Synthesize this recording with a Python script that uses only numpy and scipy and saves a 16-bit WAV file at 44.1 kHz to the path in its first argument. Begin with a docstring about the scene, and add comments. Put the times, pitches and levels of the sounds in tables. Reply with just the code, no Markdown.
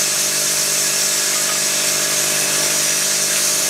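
"""At a bottle filling line in a hall, on a nearly mono stereo pair with no echo added. From the start a feeder
hums on multiples of the mains over rumble and a faint drone (sines, shaped noise), its load rattles on steel
tracks (random taps through resonances) and compressed air hisses from nozzles (noise with fixed peaks); on top,
the peaks in the hiss slowly rise and fall in strength. Soft thuds come from 0.1 s, knocks (decaying tones with
grainy clacks) from 0.86 s, three hard ticks from 1.34 s and a short extra puff of air at 2.13 s."""
import sys
import numpy as np
from scipy import signal
from scipy.fft import rfft, irfft
from scipy.io import wavfile
from scipy.ndimage import uniform_filter1d

SR = 44100
rng = np.random.default_rng(int(sys.argv[2]) if len(sys.argv) > 2 else 0)


def dump(signal):
    """Clip the signal to [-1, 1] and save it as 16-bit WAV at the path in sys.argv[1]."""
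    limited = np.clip(np.atleast_2d(signal).T, -1, 1)
    pcm = np.round(limited * 32767).astype(np.int16)
    wavfile.write(sys.argv[1], SR, pcm)


N = 162729  # length in samples
HZ = np.fft.rfftfreq(1024, 1 / SR)  # bands of the short-time spectra


def gain_of(db):
    """Decibels to gain."""
    return 10 ** (np.asarray(db) / 20)


def evened(x):
    """Scales to rms 1."""
    return x / np.sqrt(np.mean(abs(x) ** 2) + 1e-20)


def read(points, hz):
    """Reads a spectrum table on a log frequency axis."""
    f, value = np.transpose(points)
    return np.interp(np.log(hz + 1), np.log(f + 1), value)


def follow(rows, t, axis=1):
    """Reads one column of a time table at times t."""
    return np.interp(t, np.array(rows)[:, 0], np.array(rows)[:, axis])


def wander(hz):
    """Slow random curve of rms 1: sines from hz / 10 up to hz, the slower ones larger."""
    t = np.arange(N // 256 + 2) * 256 / SR
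    curve = sum(np.sin(2 * np.pi * (f * t + rng.random())) / np.sqrt(f) for f in np.geomspace(hz / 10, hz, 20))
    return np.interp(np.arange(N) / SR, t, evened(curve))


def patches(shape, bands, frames):
    """Random field of rms 1, smoothed over neighbouring bands and frames."""
    field = uniform_filter1d(rng.standard_normal(shape), bands, 0)
    return evened(uniform_filter1d(field, frames, 1))


def shaped(x, field_db, patchy_db):
    """Colours a sound by a level field and by small random patches; rms 1."""
    z = signal.stft(x, nperseg=1024, noverlap=768)[2]
    t = np.arange(z.shape[1]) * 256 / SR
    gain = gain_of(field_db(t) + patchy_db * patches(z.shape, 8, 10))
    return evened(signal.istft(z * gain, nperseg=1024, noverlap=768)[1][:N])


def resonate(x, hz, width):
    """Fixed one-pole resonance: shifts hz down to zero, smooths, and shifts back."""
    turn = np.exp(2j * np.pi * hz * np.arange(len(x)) / SR)
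    r = np.exp(-np.pi * width / SR)
    return 2 * (turn * signal.lfilter([1 - r], [1, -r], x / turn)).real


def add(mix, s, sound):
    """Mixes a sound in at time s."""
    part = mix[round(s * SR):][:len(sound)]
    part += sound[:len(part)]


def ring(hz, t60, rise_s, rough):
    """A struck tone with a smear of close neighbours, falling 60 dB in t60 seconds."""
    t = np.arange(0, max(t60, .01), 1 / SR)
    smear = evened(resonate(rng.standard_normal(SR)[:len(t)], hz, hz / 8))
    tone = np.sin(2 * np.pi * hz * t) + rough * smear
    return tone * np.minimum(t / rise_s, 1) * gain_of(-60 * t / t60)


def feeder():
    """Mains-locked hum lines over a low noise rumble; both swell together."""
    # hum lines: multiple of mains, level/dB at the mean swell
    hum_lines = [(3, -43.5), (4, -43), (6, -44), (7, -44), (8, -41), (9, -48), (10, -54), (11, -49.5),
                 (12, -37), (13, -40), (14, -56.5), (15, -55), (18, -49.5), (20, -50), (21, -55.5),
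                 (22, -55), (23, -44.5), (25, -48.5), (31, -50)]
    # swell of hum and rumble: t/s, level/dB
    swell = [(0.04, -29.5), (0.05, -31.5), (1.55, -31), (2.49, -28), (2.53, -28), (2.62, -27.5),
             (2.97, -31), (3.65, -30)]
    # rumble colour: f/Hz, relative level/dB per Hz
    rumble_tone = [(12, -68), (20, -32), (70, -23), (100, -19), (135, -9), (209, -8), (248, -8), (401, -3),
                   (492, -9.5), (605, -0.5), (718, -6.5), (950, -11), (1200, -15)]
    mains_hz, waver_db, rumble_db = 49.965, .6, -6.5  # rumble_db is relative to the swell level
    # the lines keep loosely in step: one stroke per mains cycle
    stroke_rad, stroke_scatter_rad = 2.6, .6
    t = np.arange(N) / SR
    hum = np.zeros(N)
    for k, db in hum_lines:
        phase = stroke_rad + stroke_scatter_rad * rng.standard_normal()
        line = np.sqrt(2) * np.cos(2 * np.pi * k * mains_hz * t + phase)
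        hum += gain_of(db + waver_db * wander(4)) * line
    f = np.fft.rfftfreq(N, 1 / SR)
    colour = gain_of(read(rumble_tone, f)) * (f < 1250)
    rumble = evened(irfft(rfft(rng.standard_normal(N)) * colour, N))
    low = follow(swell, t)
    return hum * gain_of(low - low.mean()) + rumble * gain_of(low + rumble_db)


def drone():
    """A faint low sine that comes and goes."""
    # t/s, level/dB
    drone_level = [(0, -66), (.5, -70), (1.35, -70), (1.45, -59), (2.4, -57), (2.5, -66), (2.62, -60),
                   (2.75, -72), (3.05, -80), (3.15, -65), (3.69, -64)]
    t = np.arange(N) / SR
    return gain_of(follow(drone_level, t)) * np.sqrt(2) * np.sin(2 * np.pi * 62.5 * t)


def rattle():
    """Dense taps of parts colour into a clatter and set the steel tracks ringing."""
    # rattle course, followed by clatter and rings: t/s, level/dB
    rattle_level = [(0, -27), (.5, -27.5), (.9, -27.5), (1.3, -26.5), (1.6, -27.5), (1.8, -26),
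                    (2.5, -25.5), (3.0, -26), (3.18, -26), (3.24, -29), (3.3, -27), (3.37, -25.5),
                    (3.48, -27), (3.6, -28), (3.69, -26)]
    # clatter colour: f/Hz, relative level/dB per Hz
    clatter_tone = [(530, -24), (900, -9.5), (948, -10.5), (1190, -6), (1550, -3.5), (1660, -1),
                    (1810, -2.5), (2190, -2.5), (2400, -3), (2640, -2), (2870, -4.5), (4200, -5.5),
                    (5460, -31), (9240, -120)]
    # track resonances: f/Hz, width/Hz, level/dB at the mean rattle level
    track = [(1430, 98, -48.5), (1670, 6, -48.5), (1683, 45, -42.5), (1888, 23, -52), (2136, 57, -51),
             (2265, 12, -51), (2453, 63, -49), (2537, 20, -49.5), (2613, 23, -45), (2644, 25, -44),
             (2720, 24, -52.5), (3620, 35, -47)]
    taps_per_s, tap_spread_db, track_swell_db = 4000, 1.5, 2
    struck = rng.random(N) < taps_per_s / SR
    strength = gain_of(tap_spread_db * rng.exponential(1, N))
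    taps = evened(strength * struck * rng.choice([-1., 1.], N))
    taps = evened(taps + 1.53 * rng.standard_normal(N))  # noise fills in between the taps
    tone = read([(600, -60)] + list(clatter_tone) + [(4800, -60)], HZ)[:, None]
    level = follow(rattle_level, np.arange(N) / SR)
    clatter = shaped(taps, lambda t: tone, patchy_db=1.17) * gain_of(level - 0.5)
    rings = np.zeros(N)
    for hz, width, db in track:
        sounding = evened(resonate(resonate(taps, hz, width), hz, 3 * width))
        rings += gain_of(db + track_swell_db * wander(15)) * sounding
    return clatter + rings * gain_of(level - level.mean())


def air():
    """Turbulent jets: hiss with fixed peaks, the top octave on its own course. On top, the peaks in the hiss
    slowly rise and fall in strength."""
    # jet course: t/s, level/dB before a fixed 0.31 dB lift, top octave/dB against top_ref_db
    jets = [(0, -17, -10.5), (.12, -20.5, -8), (.2, -18, -8.5), (.32, -20, -8), (.4, -19, -7.5),
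            (.9, -19, -8), (1.25, -18.5, -9.5), (1.45, -20, -9), (1.6, -19, -10), (2.05, -18.5, -9),
            (2.075, -21, -8), (2.115, -21, -4), (2.14, -19, -9), (2.3, -19, -8), (2.9, -19, -8.5),
            (3.22, -19, -9.5), (3.29, -19.5, -8.5), (3.37, -18.5, -8.5), (3.69, -19.5, -6.5)]
    # hiss colour: f/Hz, relative level/dB per Hz
    hiss_tone = [(2120, -26), (3600, -9), (5040, -3), (5630, 0), (6680, 0), (7280, -1), (7830, -2.5),
                 (8960, -4.5), (10600, -8), (13800, -12.5), (14200, -13.5), (15600, -25)]
    # peaks of the hiss: f/Hz, width/Hz, mean lift/dB
    hiss_peaks = [(4340, 110, 5.5), (4730, 150, 4), (5440, 105, 5.5), (5840, 150, 4.5), (6340, 300, 4),
                  (6790, 200, 3), (7840, 200, 4), (8050, 160, 4), (8750, 200, 6), (9700, 300, 3),
                  (13700, 400, 0)]
    top_hz, top_ref_db = 9000, -9
    lift_wander = 0.36  # each lift wanders slowly by this share, rms
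    tone = read([(3000, -58)] + list(hiss_tone), HZ)[:, None]
    peaks = np.array([db / (1 + (2 * (HZ - hz) / width) ** 2) for hz, width, db in hiss_peaks]).T
    strength = np.array([1 + lift_wander * wander(1.51) for _ in hiss_peaks])
    top = 1 / (1 + np.exp((top_hz - HZ) / 400))[:, None]  # soft step up into the top octave

    def field(t):
        """Level in dB of each band at each time."""
        lifts = peaks @ strength[:, np.minimum(t * SR, N - 1).astype(int)]
        return tone + lifts + top * (follow(jets, t, axis=2) - top_ref_db)

    gusts_db = .3 * wander(40)
    hiss = shaped(rng.standard_normal(N), field, patchy_db=1.22)
    return hiss * gain_of(follow(jets, np.arange(N) / SR) + 0.31 + gusts_db)


def side_noise():
    """Faint noise, to go opposite into left and right, its treble varied in random patches."""
    # colour of the unlike share: f/Hz, relative level/dB per Hz
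    side_tone = [(18, -70), (30, -44), (70, -22), (133, -1.5), (389, -1), (480, -4), (640, -0.5),
                 (729, -5.5), (1140, -4.5), (1600, -11.5), (2130, -13.5), (3070, -12.5), (4400, -5.5),
                 (6390, 2), (8520, -8.5), (14000, -5.5), (15600, -17)]
    side_db, patchy_db, treble_hz = -38.5, 17, 1500
    z = signal.stft(rng.standard_normal(N), nperseg=1024, noverlap=768)[2]
    treble = (HZ ** 2 / (HZ ** 2 + treble_hz ** 2))[:, None]
    varied = gain_of(patchy_db * np.minimum(patches(z.shape, 10, 6), .5) * treble)
    varied /= np.sqrt((varied ** 2).mean(1, keepdims=True))  # rms gain 1 in each band
    z = z * gain_of(read(side_tone, HZ))[:, None] * varied
    return gain_of(side_db) * evened(signal.istft(z, nperseg=1024, noverlap=768)[1][:N])


def thuds():
    """Soft low thuds: slow-rising, decaying tones with a little roughness."""
    # t/s, level/dB of the tone's amplitude before rise and decay
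    thud_rows = [(.1, -47), (.25, -44), (.4, -47), (.55, -44), (.7, -47), (1.03, -45), (1.13, -47),
                 (1.32, -46), (1.43, -52), (1.53, -49), (1.7, -45), (1.93, -41), (2.2, -43), (2.62, -41),
                 (2.73, -46), (2.9, -44), (3.04, -51), (3.3, -49), (3.4, -47)]
    out = np.zeros(N)
    for s, db in thud_rows:
        add(out, s, gain_of(db) * ring(97.5, t60=0.29, rise_s=.015, rough=0.25))
    return out


def knocks():
    """Knocks of the cycle: a ringing tone and a clack of sparse grains through a broad resonance."""
    # t/s, ring level/dB before rise and decay, ring f/Hz, ring t60/s, clack level/dB before decay
    knock_rows = [(.855, -23, 1664, .12, -34), (1.330, -25, 2130, .2, -26), (1.352, -27.5, 1232, 0.47, -36),
                  (1.492, -22.5, 1248, .22, -26), (1.553, -25, 1223, .12, -36), (2.63, -31, 888, .2, -24),
                  (3.305, -23.5, 1607, .2, -23.5), (3.36, -26, 2400, 0.18, -24)]
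    clack_hz, clack_width_hz, clack_t60 = 2300, 1800, 0.13  # t60 in s
    out = np.zeros(N)
    t = np.arange(SR // 4) / SR
    for s, db, hz, t60, clack_db in knock_rows:
        add(out, s, gain_of(db) * ring(hz, t60, rise_s=0.0023, rough=.15))
        grains = rng.standard_normal(len(t)) * (rng.random(len(t)) < .03)
        clack = resonate(np.diff(grains, prepend=0), clack_hz, clack_width_hz)
        clack = evened(resonate(clack, clack_hz, clack_width_hz))
        add(out, s, gain_of(clack_db - 60 * t / clack_t60) * clack)
    return out


def ticks():
    """Small hard ticks: very short, rough, high tones."""
    # t/s, level/dB of the tone's amplitude before rise and decay, f/Hz
    tick_rows = [(1.340, -17, 10600), (1.420, -15.5, 10800), (1.437, -18, 10400)]
    out = np.zeros(N)
    for s, db, hz in tick_rows:
        add(out, s, gain_of(db) * ring(hz, t60=.026, rise_s=.001, rough=0.71))
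    return out


def puff():
    """A short extra puff of air: narrow-band noise under a half-sine swell."""
    start_s, len_s, db, hz, width_hz = 2.13, .17, -33, 11500, 700
    out = np.zeros(N)
    t = np.arange(SR // 4) / SR
    hiss = evened(resonate(resonate(rng.standard_normal(len(t)), hz, width_hz), hz, width_hz))
    add(out, start_s, gain_of(db) * hiss * np.sin(np.pi * np.minimum(t / len_s, 1)))
    return out


def scene():
    """Every source sits in the middle; faint opposite-signed noise sets left from right."""
    mid = feeder() + drone() + rattle() + air() + thuds() + knocks() + ticks() + puff()
    side = side_noise()
    right_db = 0.34  # the right side is slightly louder
    return np.array([mid + side, (mid - side) * gain_of(right_db)])


def record(dry):
    """The band limit: a steep low-pass at 15.73 kHz."""
    low_pass = signal.firwin(1023, 15730, window=("kaiser", 10), fs=SR)
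    return signal.oaconvolve(dry, low_pass[None], "same")


dry = scene()
out = record(dry)
dump(out)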